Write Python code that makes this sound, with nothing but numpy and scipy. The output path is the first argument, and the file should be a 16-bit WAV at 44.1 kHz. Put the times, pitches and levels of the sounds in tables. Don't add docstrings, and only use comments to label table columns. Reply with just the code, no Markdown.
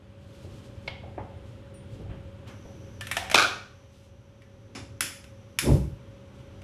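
import sys
import numpy as np
from scipy import signal
from scipy.fft import rfft, irfft, next_fast_len
from scipy.io import wavfile

SR = 44100
rng = np.random.default_rng(int(sys.argv[2]) if len(sys.argv) > 2 else 0)


def transcribe(u):
    v = np.clip(np.atleast_2d(u).T, -1, 1)
    q = np.round(v * 32767).astype(np.int16)
    wavfile.write(sys.argv[1], SR, q)


N = 292671
TIME = np.arange(N) / SR
AGE = np.arange(int(.8 * SR)) / SR
IGNITION_S = 5.602

# f/Hz, level/dB
RUMBLE_SPECTRUM = [(15, -53), (25, -29.5), (43, -7.5), (97, 6), (130, 1.5), (167, -14), (202, -17),
                   (226, -8), (390, -13), (467, -19), (552, -10), (626, -36), (700, -37.5), (910, -64),
                   (1540, -120)]
# f/Hz, level/dB
HISS_SPECTRUM = [(1200, -16), (3000, 2.5), (5000, -2), (8000, -6.5), (13000, -14.5)]


def amp(db):
    return 10 ** (np.asarray(db) / 20)


def unit(x):
    return x / np.sqrt(np.mean(x ** 2) + 1e-20)


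def pulse(x):
    return x * np.sqrt(SR / 2000 / (np.sum(x ** 2) + 1e-20))


def along(points, hz):
    f, v = np.transpose(points)
    return np.interp(np.log(hz + 1), np.log(f + 1), v)


def filtered(x, response):
    size = next_fast_len(len(x) + SR // 2)
    return irfft(rfft(x, size) * response(np.fft.rfftfreq(size, 1 / SR)), size)[:len(x)]


def noise(spectrum):
    return unit(filtered(rng.standard_normal(N), lambda hz: amp(along(spectrum, hz))))


def crack(spectrum):
    size = 2 * len(AGE)
    level_db = np.maximum(along(spectrum, np.fft.rfftfreq(size, 1 / SR)), -70)
    cepstrum = irfft(np.log(amp(level_db)))
    cepstrum[1:size // 2] *= 2
    cepstrum[size // 2 + 1:] = 0
    return pulse(irfft(np.exp(rfft(cepstrum)))[:len(AGE)])


def ring(modes, detune=0):
    hz, db, t60_s = np.transpose(modes)[:, :, None]
    strength = amp(db + rng.normal(0, 1.5, hz.shape)) * rng.choice([-1, 1], hz.shape)
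    hz = hz * (1 + detune * rng.standard_normal(hz.shape))
    return pulse(np.sum(strength * amp(-60 * AGE / t60_s) * np.sin(2 * np.pi * hz * AGE), axis=0))


def soften(x, cutoff_hz):
    return signal.sosfilt(signal.butter(3, min(cutoff_hz, .45 * SR), fs=SR, output="sos"), x)


def in_room(x, scatter_t60_s, wet_db):
    # f/Hz, t60/s
    decay = [(100, .5), (500, 0.5), (2500, 0.47), (6000, 0.48), (12000, 0.36)]
    near = rng.standard_normal(len(AGE)) * amp(-60 * AGE / scatter_t60_s)
    hz, t, bins = signal.stft(rng.standard_normal(len(AGE)), SR, nperseg=256)
    bins *= amp(-60 * t / along(decay, hz)[:, None])
    tail = signal.istft(bins, SR, nperseg=256)[1][:len(AGE)]
    tail *= 1 - np.exp(-AGE / 0.0029)
    response = near / np.linalg.norm(near) + amp(wet_db) * tail / np.linalg.norm(tail)
    return signal.fftconvolve(x, response)[:len(x)]


def add(out, start_s, x):
    part = out[round(start_s * SR):][:len(x)]
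    part += x[:len(part)]


def contacts(start_s, gap_s, jitter, count):
    return start_s + gap_s * (np.arange(count) + jitter * rng.uniform(-1, 1, count))


def envelope(start_s, rise_s, hold_s, t60_s):
    age = TIME - start_s
    return np.clip(age / rise_s, 0, 1) ** 2 * amp(-60 * np.maximum(age - rise_s - hold_s, 0) / t60_s)


def lull(depth_db, fall_s, recover_s, start_s=3.35):
    return np.interp(TIME - start_s, [0, fall_s, fall_s + recover_s], [0, depth_db, 0])


def motor_line(centre_hz, half_width_hz):
    band = filtered(rng.standard_normal(N), lambda hz: 1 / (1 + ((hz - centre_hz) / half_width_hz) ** 2))
    analytic = signal.hilbert(band, next_fast_len(N))[:N]
    analytic /= np.std(analytic)
    return unit(analytic.real / np.sqrt(np.abs(analytic) ** 2 + .2))


def fan():
    # f/Hz, level/dB
    airflow = [(350, -26.5), (600, -4.5), (683, -15.5), (749, -7), (1490, -11), (1750, -14.5), (3140, -14),
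               (4400, -23.5), (9370, -33), (12600, -37), (13500, -51.5)]
    # f/Hz, half-width/Hz, level/dB
    lines = [(112, 23, -64), (195.1, 7.7, -58), (405.5, 14, -65.5), (498, 14, -74.5), (552.3, 4.5, -58),
             (595, 5.5, -70.5)]
    fade_db = -8 * np.clip(1 - TIME / 0.5, 0, 1)
    rumble_db = -44.5 + fade_db + lull(depth_db=-9.5, fall_s=0.44, recover_s=3.47)
    air_db = -59.5 + 0.49 * fade_db + lull(depth_db=-6.5, fall_s=0.74, recover_s=2.44)
    hum_db = 2 + .5 * fade_db + lull(depth_db=-8.5, fall_s=.5, recover_s=3.1)
    rush = amp(rumble_db) * noise(RUMBLE_SPECTRUM) + amp(air_db) * noise(airflow)
    hum = sum(amp(db) * motor_line(hz, half_width_hz) for hz, half_width_hz, db in lines)
    return rush + amp(hum_db) * hum


def rubbing():
    # t/s, length/s, hiss/dB, rumble/dB
    strokes = [(0.15, 0.73, -63, -56), (0.805, 0.12, -64, -50), (1.378, 0.27, -70, -54),
               (1.859, .2, -65.5, -43.5), (3.856, 0.29, -68, -63), (4.45, 0.87, -87, -48),
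               (6.32, 0.12, -68, -56)]
    ramp_share, patchy_db = 0.34, 1.5
    hiss, rumble = np.zeros(N), np.zeros(N)
    for s, length_s, hiss_db, rumble_db in strokes:
        speed = np.clip(np.minimum(TIME - s, s + length_s - TIME) / (ramp_share * length_s), 0, 1)
        hiss += amp(hiss_db) * speed
        rumble += amp(rumble_db) * speed
    grip = amp(patchy_db * unit(soften(rng.standard_normal(N), cutoff_hz=13)))
    return hiss * grip * noise(HISS_SPECTRUM) + rumble * noise(RUMBLE_SPECTRUM)


def knock(db, cutoff_hz, thud_db):
    # f/Hz, level/dB
    handle_body = [(100, -5.5), (250, 0.5), (550, 4.5), (830, 1.5), (1100, -6.5), (1500, -11.5),
                   (2100, -10.5), (2800, -21), (6000, -33), (13000, -20.5)]
    # f/Hz, level/dB, t60/s
    handle_modes = [(772, 2, 0.042), (870, -1.5, 0.065)]
    stand_modes = [(58.7, -6, .25), (90.7, 3, 0.056), (168.7, -2.5, 0.069), (338, 4, 0.02)]
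    handle = pulse(soften(crack(handle_body) + amp(-2) * ring(handle_modes), cutoff_hz))
    return in_room(amp(db) * handle + amp(thud_db) * ring(stand_modes), scatter_t60_s=0.1, wet_db=1)


def cooker():
    # t/s, level/dB, cutoff/Hz
    knocks = [(.444, -36, 400), (1.031, -31, 1090), (1.073, -46, 990), (1.1788, -21.5, 2600),
              (2.651, -34, 654)]
    # t/s, level/dB
    clicks = [(.877, -22.5), (0.8793, -22)]
    tings = [(1.371, -61), (1.742, -44.5)]
    # f/Hz, level/dB
    latch_body = [(150, -1), (550, -0.5), (820, 3.5), (1100, -4), (1800, -8), (2200, 2.5), (2700, -2),
                  (3300, 3), (3800, -6), (5000, -11.5), (6300, -27), (13000, -48)]
    # f/Hz, level/dB, t60/s
    latch_modes = [(2190, 9.5, 0.068), (2110, -2.5, 0.11), (3220, -3.5, 0.18)]
    valve_modes = [(5600, -16, 0.19), (8050, -13, 0.092), (9100, -2, 0.22), (11900, -22, 0.11)]
    out = np.zeros(N)
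    for s, db in clicks:
        click = crack(latch_body) + amp(-4.5) * ring(latch_modes)
        add(out, s, amp(db) * in_room(click, scatter_t60_s=.03, wet_db=-4.5))
    for s, db, cutoff_hz in knocks:
        add(out, s, knock(db, cutoff_hz, thud_db=-33))
    for s in contacts(start_s=2.0, gap_s=0.043, jitter=0.189, count=4):
        add(out, s, knock(db=-35.5, cutoff_hz=430, thud_db=-25.5))
    for s, db in tings:
        add(out, s, amp(db) * in_room(ring(valve_modes), scatter_t60_s=0.0053, wet_db=-4))
    return out


def scuffs():
    # t/s, level/dB
    scrapes = [(2.085, -53), (2.455, -50)]
    # f/Hz, level/dB
    spectrum = [(150, 1), (400, 7), (700, -3), (1200, 2), (3200, -4), (4500, -28), (13000, -36)]
    swells = sum(amp(db) * envelope(s, rise_s=0.019, hold_s=0.015, t60_s=0.56) for s, db in scrapes)
    return swells * noise(spectrum)


def gas():
    # f/Hz, level/dB
    jet = [(2000, -22), (5300, -12), (5800, -0.5), (6150, -2), (6600, -16.5), (9000, -24.5), (11300, -16),
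           (13500, -29)]
    open_s, turn_s, alight_db = 2.46, .06, -6.5
    spurt = amp(-56.5) * envelope(open_s, rise_s=0.018, hold_s=.005, t60_s=.3) * noise(HISS_SPECTRUM)
    flow = np.clip((TIME - open_s) / turn_s, 0, 1)
    hiss_db = -66.5 + lull(depth_db=-10.5, fall_s=0.86, recover_s=2.5) + alight_db * (TIME > IGNITION_S)
    return spurt + flow * amp(hiss_db) * noise(jet)


def utensil_taps():
    # t/s, level/dB, ring/dB, hardness 0-1
    taps = [(3.0097, -23.5, -3, 0.56), (3.0698, -25.5, -17.5, 1), (3.1141, -15.5, -10, 1),
            (3.1682, -13, -10.5, 0.05), (3.299, -22, -18, .3), (3.3137, -14.5, -22, .25),
            (4.42, -48, 2, 0.4), (5.2418, -39, -19.5, .8), (6.618, -43, -19, 0.3)]
    # f/Hz, level/dB
    body = [(300, -21), (600, -18), (1100, -11.5), (1500, -4), (1850, -5.5), (2200, -2), (2700, -4.5),
            (3600, -8), (4500, -15), (5400, -12), (6500, -16.5), (10000, -20), (13500, -26)]
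    edge = [(2000, -32), (5000, 1), (8000, 1), (12000, 3.5), (13500, -15)]
    # f/Hz, level/dB, t60/s
    modes = [(1767, -1, 0.11), (1940, -2.5, .04), (2350, -5, .045), (2690, -4, 0.024)]
    hollow_modes = [(650, -5, 0.04), (741, 3.5, 0.031), (770, 1.5, 0.028), (900, -4, 0.027)]
    out = np.zeros(N)
    for s, db, ring_db, hardness in taps:
        hollow = amp(-35 * hardness) * ring(hollow_modes)
        tick = amp(-1.5 - 20.5 * (1.5 - hardness)) * crack(edge)
        blow = crack(body) + amp(ring_db) * ring(modes) + hollow + tick
        add(out, s, amp(db) * in_room(blow, scatter_t60_s=.035, wet_db=-2.5))
    return out


def clank(ring_db, punch_db):
    # f/Hz, level/dB
    steel_body = [(70, -51), (120, -17.5), (335, -8.5), (520, -8), (720, -4.5), (980, -6.5), (1150, -12),
                  (1500, -2.5), (1950, -16), (2420, 0.5), (2800, -10.5), (3400, -7), (6000, -14.5),
                  (8800, -26.5), (10200, -23.5), (13500, -35)]
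    hob_top = [(120, -25), (330, 0), (560, 0), (900, -18), (2000, -48)]
    # f/Hz, level/dB, t60/s
    steel_modes = [(746, -14, .3), (1130, -6, 0.56), (1200, -9.5, 0.26), (1248, -4.5, 0.18),
                   (1380, -3.5, .26), (1454, -8, 0.58), (1453, -1.5, 0.073), (1540, -5, 0.52),
                   (1630, -12, 0.23), (1825, -13, 0.47), (2320, -17, 0.25), (2720, -18.5, 0.36),
                   (3030, -17, .28), (3420, -17, 0.14), (3698, -18.5, .28), (4120, -17, 0.3),
                   (4900, -22.5, .2)]
    damped = pulse(ring(steel_modes, detune=.009) * np.exp(-AGE / 0.032))
    steel = in_room(crack(steel_body) + amp(ring_db) * damped, scatter_t60_s=0.017, wet_db=-4.5)
    punch = in_room(crack(hob_top), scatter_t60_s=0.035, wet_db=-5)
    return steel + amp(punch_db) * punch


def utensil_clatter():
    # t/s, level/dB
    clanks = [(3.3443, -2), (3.347, -3), (3.3557, -5), (3.4247, -12.5)]
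    rattle_s, rise_s, slope_db_per_s = 3.368, .012, 187
    out = np.zeros(N)
    for s, db in clanks:
        add(out, s, amp(db) * clank(ring_db=-9.5, punch_db=-19))
    for s in contacts(rattle_s, gap_s=.0095, jitter=.2, count=13):
        db = -7.5 - slope_db_per_s * abs(s - rattle_s - rise_s)
        build_up = np.interp(s - rattle_s, [0, rise_s], [.5, 1])
        add(out, s, amp(db) * build_up * clank(ring_db=1, punch_db=-23))
    return out


def lighter():
    # t/s, level/dB, scatter t60/s, cutoff/Hz, grip knock/dB
    strokes = [(4.75, -23.5, 0.36, 7350, -1.5), (5.0074, -9.5, 0.016, 14800, -16),
               (5.588, -9, 0.035, 16800, -34)]
    # f/Hz, level/dB
    mechanism = [(200, -29), (700, -21), (1000, -7), (1500, 2.5), (1900, 1.5), (2400, 5), (3400, -1),
                 (4100, -6), (5400, 1.5), (6400, -3), (7100, -0.5), (9200, -5.5), (10300, 6.5), (11300, -4),
                 (13500, -7)]
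    grip = [(100, -16), (270, 8), (450, -5), (800, -3.5), (1300, -11.5), (3000, -50)]
    # f/Hz, level/dB, t60/s
    tube_modes = [(3490, -2, 0.035), (5380, 1, 0.032), (10100, -10, 0.052), (10300, -4, 0.07)]
    out = np.zeros(N)
    for s, db, scatter_t60_s, cutoff_hz, knock_db in strokes:
        blow = crack(mechanism) + amp(-12.5) * ring(tube_modes) + amp(knock_db) * crack(grip)
        add(out, s, amp(db) * in_room(soften(blow, cutoff_hz), scatter_t60_s, wet_db=-1.5))
    return out


def burner():
    # f/Hz, level/dB
    rush_spectrum = [(100, -25), (200, 2), (335, 3.5), (405, 0.5), (480, -7.5), (570, -1.5), (690, -19.5),
                     (900, -12.5), (1150, -25.5), (2500, -57)]
    thump_spectrum = [(18, -27.5), (45, -2), (65, 3), (100, 0.5), (140, 2), (190, -3), (300, -48)]
    # f/Hz, level/dB
    cavity = [(64.5, 3), (140, 4.5)]
    rush = envelope(IGNITION_S, rise_s=0.087, hold_s=0.015, t60_s=.4) * noise(rush_spectrum)
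    boom = unit(sum(amp(db) * np.sin(2 * np.pi * (hz * TIME + rng.random())) for hz, db in cavity))
    swell = envelope(IGNITION_S, rise_s=0.13, hold_s=0.018, t60_s=0.45)
    thump = swell * unit(boom + noise(thump_spectrum))
    return amp(-21.5) * rush + amp(-17.5) * thump


def scene():
    handling = rubbing() + scuffs() + cooker() + utensil_taps() + utensil_clatter()
    return (handling + lighter() + gas() + burner() + fan())[None]


def record(dry):
    ceiling, top_hz = .85, 13300
    rounded = dry[0] / (1 + np.abs(dry[0] / ceiling) ** 6) ** (1 / 6)
    return filtered(rounded, lambda hz: np.clip((top_hz - hz) / 200 + .5, 0, 1))[None]


dry = scene()
out = record(dry)
transcribe(out)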